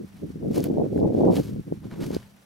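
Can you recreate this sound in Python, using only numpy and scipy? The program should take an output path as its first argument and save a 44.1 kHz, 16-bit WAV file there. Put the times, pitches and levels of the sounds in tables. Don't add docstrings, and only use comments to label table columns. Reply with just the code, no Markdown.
import sys
import numpy as np
from scipy import signal
from scipy.fft import rfft, irfft, next_fast_len
from scipy.io import wavfile
from scipy.ndimage import uniform_filter1d

SR = 44100
rng = np.random.default_rng(int(sys.argv[2]) if len(sys.argv) > 2 else 0)


def inscribe(sig):
    pcm = np.round(np.clip(np.atleast_2d(sig).T, -1, 1) * 32767)
    wavfile.write(sys.argv[1], SR, pcm.astype(np.int16))


N = 108045
TIME_S = np.arange(N) / SR

# f/Hz, relative density/dB
HISS_SPECTRUM = [(30, 3), (120, 15), (300, -3), (500, 8.5), (900, 6.5), (1500, 4), (3000, -0.5), (5200, -4),
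                 (6800, -7), (10000, -8), (11400, -10), (13000, -11), (16000, -11)]
# f/Hz, correlation/0-1
HISS_CORRELATION = [(100, 1), (1000, 0), (4000, 0.27), (12000, 0.91)]
# f/Hz, relative level/dB
HUM_TONES = [(199, 2.5), (129.7, -11)]
# t/s, level/dB
HUM_ENVELOPE = [(0.1, -53.5), (2.26, -55), (2.42, -67)]
CHIRP_ONSETS_S = [0.033, 0.145, 0.245, 0.44, 0.765, 0.93, 1.18, 1.5, 1.605, 1.705, 1.805, 1.91, 2.21, 2.315,
                  2.415]
# f/Hz, relative density/dB
CRUNCH_SPECTRUM = [(150, 8.5), (500, 6.5), (1000, 3.5), (1700, 1.5), (2600, -1), (3600, 1), (5200, -0.5),
                   (7000, -3.5), (9800, -6.5), (11800, -1), (13500, -11), (16000, -9)]
# t/s, level/dB, rise/s, fall/s, treble tilt/(dB/oct)
SOLE_PRESSES = [(0.562, -39.5, 0.023, 0.03, 0.4), (0.582, -45.5, 0.0067, 0.015, .3),
                (0.637, -42, 0.014, 0.031, -0.5), (1.364, -37.5, 0.027, 0.022, -0.56),
                (1.455, -48.5, 0.12, 0.054, 0), (2.034, -35.5, 0.021, 0.015, -2.8),
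                (2.075, -49.5, 0.057, 0.027, 1.2), (2.137, -42.5, 0.041, 0.053, -2)]
# t/s, level/dB, rise/s, fall/s, treble tilt/(dB/oct)
GRASS_BRUSHES = [(0.17, -58, 0.012, 0.042, -2.5), (0.855, -51.5, 0.031, 0.027, -5.5),
                 (0.99, -60, 0.091, 0.052, 1), (1.188, -52, 0.049, 0.039, -2),
                 (1.844, -49, 0.013, 0.029, -5.5), (1.914, -42, .006, 0.048, -5.5)]
# t/s, peak/dB, f/Hz, decay/s
STALK_SNAPS = [(0.6046, -29.5, 4900, .001), (0.6404, -20.5, 12800, 0.0012), (0.6419, -26.5, 1920, 0.00033),
               (0.977, -38, 1120, 0.0013), (1.001, -45.5, 4000, .001), (1.252, -36, 1350, .0015),
               (1.253, -49, 7000, 0.00084), (1.365, -28, 3370, 0.0031), (1.913, -37.5, 1500, 0.0029),
               (2.147, -27.5, 5030, 0.00092), (2.229, -41.5, 2050, 0.00083)]
# t/s, relative level/dB
RUMBLE_ENVELOPE = [(0.0, -51), (0.14, -54), (0.18, -48), (0.75, -36.5), (0.77, -49.5), (1.06, -28),
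                   (1.12, -52), (1.19, -36), (1.38, -40), (1.6, -33), (1.64, -54), (1.86, -40.5),
                   (1.89, -51), (2.01, -50), (2.04, -46), (2.17, -40.5), (2.21, -47), (2.45, -75)]
# t/s, relative level/dB
WIND_ENVELOPE = [(0.0, -35), (0.04, -31), (0.08, -59), (0.15, -49), (0.2, -38), (0.24, -27.5), (0.28, -42),
                 (0.39, -35.5), (0.44, -24), (0.53, -27), (0.58, -18), (0.62, -25.5), (0.81, -19.5),
                 (0.9, -28.5), (0.96, -23.5), (1.04, -17.5), (1.14, -25), (1.19, -18.5), (1.3, -13),
                 (1.34, -21.5), (1.4, -19.0), (1.42, -30.5), (1.5, -31.5), (1.605, -30.5), (1.63, -62),
                 (1.68, -28.5), (1.79, -40.5), (1.86, -33.5), (1.89, -36), (1.98, -36.5), (2.0, -27.5),
                 (2.165, -28.5), (2.195, -69), (2.28, -60), (2.45, -61)]
# t/s, share/0-1
RIGHT_SHARE = [(0, 0.02), (.25, 0.36), (1.2, 0.57), (1.5, 0), (2.1, 0.02)]
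# t/s, peak/dB, f/Hz
HARD_EDDIES = [(0.305, -27.5, 210), (0.359, -26.5, 226), (0.428, -28, 356.4), (0.509, -16, 203),
               (0.578, -14.5, 305), (0.703, -19, 254), (0.864, -14, 318), (0.962, -12, 274),
               (1.068, -17, 225), (1.15, -11, 288), (1.401, -16, 271), (1.563, -26.5, 306),
               (1.597, -19, 148), (1.7244, -15.5, 315), (1.856, -27, 225), (2.107, -18, 310),
               (2.167, -14.5, 297)]
# f/Hz, gain/dB
PORT_RESPONSE = [(20, -13), (40, -17.5), (80, -8.5), (160, 0.5), (300, 2), (500, 3), (800, 1.5), (1300, 1),
                 (3000, -19)]


def amp(db):
    return 10 ** (np.asarray(db) / 20)


def unit_rms(x):
    return x / np.sqrt(np.mean(x ** 2) + 1e-20)


def at_time(table, t_s):
    return np.interp(t_s, *np.transpose(table))


def at_freq(table, f_hz):
    knots_hz, values = np.transpose(table)
    return np.interp(np.log(f_hz + 1), np.log(knots_hz + 1), values)


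def filtered(x, gain_at):
    size = next_fast_len(2 * x.shape[-1])
    f_hz = np.fft.rfftfreq(size, 1 / SR) + 1
    return irfft(rfft(x, size) * gain_at(f_hz), size)[..., :x.shape[-1]]


def drift(rate_hz):
    return unit_rms(filtered(rng.standard_normal(N), lambda f: np.exp(-(f / rate_hz) ** 2)))


def noise_band(f_hz, width_oct):
    noise = rng.standard_normal(N)
    return unit_rms(filtered(noise, lambda f: np.exp(-(np.log2(f / f_hz) / width_oct) ** 2)))


def add(mix, t_s, sound):
    start = round(t_s * SR)
    sound = sound[..., max(-start, 0):]
    part = mix[..., max(start, 0):][..., :sound.shape[-1]]
    part += sound[..., :part.shape[-1]]


def hiss(level_db=-59, flicker_db=1.3):
    mid, side = rng.standard_normal((2, N))
    mid = filtered(mid, lambda f: amp(at_freq(HISS_SPECTRUM, f)) * np.sqrt(1 + at_freq(HISS_CORRELATION, f)))
    side = filtered(
        side, lambda f: amp(at_freq(HISS_SPECTRUM, f)) * np.sqrt(1 - at_freq(HISS_CORRELATION, f)))
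    return amp(level_db + flicker_db * drift(rate_hz=42)) * unit_rms(np.array([mid + side, mid - side]))


def hum(waver_rad=0.12):
    tones = sum(amp(db) * np.sin(2 * np.pi * f_hz * TIME_S + waver_rad * drift(rate_hz=15))
                for f_hz, db in HUM_TONES)
    return amp(at_time(HUM_ENVELOPE, TIME_S)) * np.sqrt(2) * tones


def cricket(level_db=-69.5, period_s=0.0246, width_s=0.0053):
    strokes = sum(np.exp(-((TIME_S - t_s - k * period_s) / width_s) ** 2)
                  for t_s in CHIRP_ONSETS_S for k in range(3))
    return amp(level_db) * strokes * noise_band(f_hz=11200, width_oct=0.13)


def far_insects(level_db=-78):
    return amp(level_db) * noise_band(f_hz=5790, width_oct=0.079)


def crunch(t_s, level_db, rise_s, fall_s, tilt_db_oct, cracks_per_s=5400, spread_db=3, clump_db=2):
    cracks = (rng.random(N) < cracks_per_s / SR) * rng.choice([-1, 1], N)
    cracks = cracks * amp(spread_db * np.minimum(rng.exponential(1, N), 4))
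    dust = 0.18 * rng.standard_normal(N)
    clumps = amp(clump_db * drift(rate_hz=75))
    grit = filtered((unit_rms(cracks) + dust) * clumps,
                    lambda f: amp(at_freq(CRUNCH_SPECTRUM, f) + tilt_db_oct * np.log2(np.maximum(f, 700))))
    envelope = np.exp(np.minimum((TIME_S - t_s) / rise_s, (t_s - TIME_S) / fall_s))
    return amp(level_db) * unit_rms(grit) * envelope


def snap(peak_db, f_hz, decay_s, width_oct=1.0):
    t_s = np.arange(1024) / SR
    burst = rng.standard_normal(len(t_s)) * np.exp(-t_s / decay_s)
    burst = filtered(burst, lambda f: 1 / (1 + (2 * np.log2(f / f_hz) / width_oct) ** 2))
    return amp(peak_db) * burst / abs(burst).max()


def footsteps(scatter_db=-9.5, t60_s=0.14):
    direct = sum(crunch(*row) for row in SOLE_PRESSES + GRASS_BRUSHES)
    for t_s, peak_db, f_hz, decay_s in STALK_SNAPS:
        add(direct, t_s, snap(peak_db, f_hz, decay_s))
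    lag_s = np.arange(SR // 4) / SR
    tails = rng.standard_normal((2, len(lag_s))) * 1000 ** (-lag_s / t60_s)
    scatter = signal.fftconvolve(direct[None], tails / np.linalg.norm(tails[0]), axes=1)[:, :N]
    return direct + amp(scatter_db) * scatter


def rumble(f_hz=112, gain_db=-1.5, side_db=-7):
    mid = noise_band(f_hz, width_oct=1)
    side = amp(side_db) * noise_band(f_hz, width_oct=1)
    return amp(at_time(RUMBLE_ENVELOPE, TIME_S) + gain_db) * np.array([mid + side, mid - side])


def eddy(t_s, f_hz, transit_s):
    reach = int(SR * (1 / f_hz + abs(transit_s)))
    delay_s = np.array([[-0.5], [0.5]]) * transit_s
    phase = 2 * np.pi * f_hz * (np.arange(-reach, reach) / SR - delay_s)
    return t_s - reach / SR, -phase * np.exp((1 - phase ** 2) / 2)


def eddy_stream(transit_s, eddies_per_s=800, ref_hz=254.4, ref_db=-22, oct_per_db=0.045,
                lull_db=-37, spread_oct=0.28, spread_db=4):
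    count = int(N / SR * eddies_per_s)
    stream = np.zeros((2, N))
    draws = zip(rng.random((count, 3)), rng.standard_normal((count, 3)))
    for (when, side, polarity), (pitch, push, slant) in draws:
        t_s = when * N / SR
        wind_db = max(at_time(WIND_ENVELOPE, t_s), lull_db)
        shift_oct = oct_per_db * (wind_db - ref_db) + spread_oct * np.clip(pitch, -3, 1.4)
        direction = np.sign(side - at_time(RIGHT_SHARE, t_s))
        start_s, pulse = eddy(t_s, ref_hz * 2 ** shift_oct, transit_s * (1 + 0.61 * slant) * direction)
        add(stream, start_s, np.sign(polarity - 0.5) * amp(spread_db * push) * pulse)
    power = uniform_filter1d(uniform_filter1d((stream ** 2).mean(0), size=900), size=600)
    return stream / np.sqrt(abs(power) + 1e-4)


def wind(transit_s=0.00072, gain_db=-2.5, steady_db=-17, puff_range_db=14, flutter_db=5):
    pressure = eddy_stream(transit_s)
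    wind_db = at_time(WIND_ENVELOPE, TIME_S)
    puffiness = np.clip((steady_db - wind_db) / puff_range_db, 0, 1)
    puffs_db = flutter_db * puffiness * np.minimum(drift(rate_hz=28), 0.5)
    pressure *= amp(wind_db + puffs_db + gain_db)
    for t_s, peak_db, f_hz in HARD_EDDIES:
        start_s, pulse = eddy(t_s, f_hz, transit_s)
        add(pressure, start_s, amp(peak_db) * pulse)
    return filtered(pressure, lambda f: amp(at_freq(PORT_RESPONSE, f)))


def scene():
    return wind() + rumble() + footsteps() + cricket() + far_insects() + hiss() + hum()


def record(dry, cutoff_hz=15850):
    taps = signal.firwin(511, cutoff_hz, window=("kaiser", 9), fs=SR)
    return signal.oaconvolve(dry, taps[None], "same")


dry = scene()
out = record(dry)
inscribe(out)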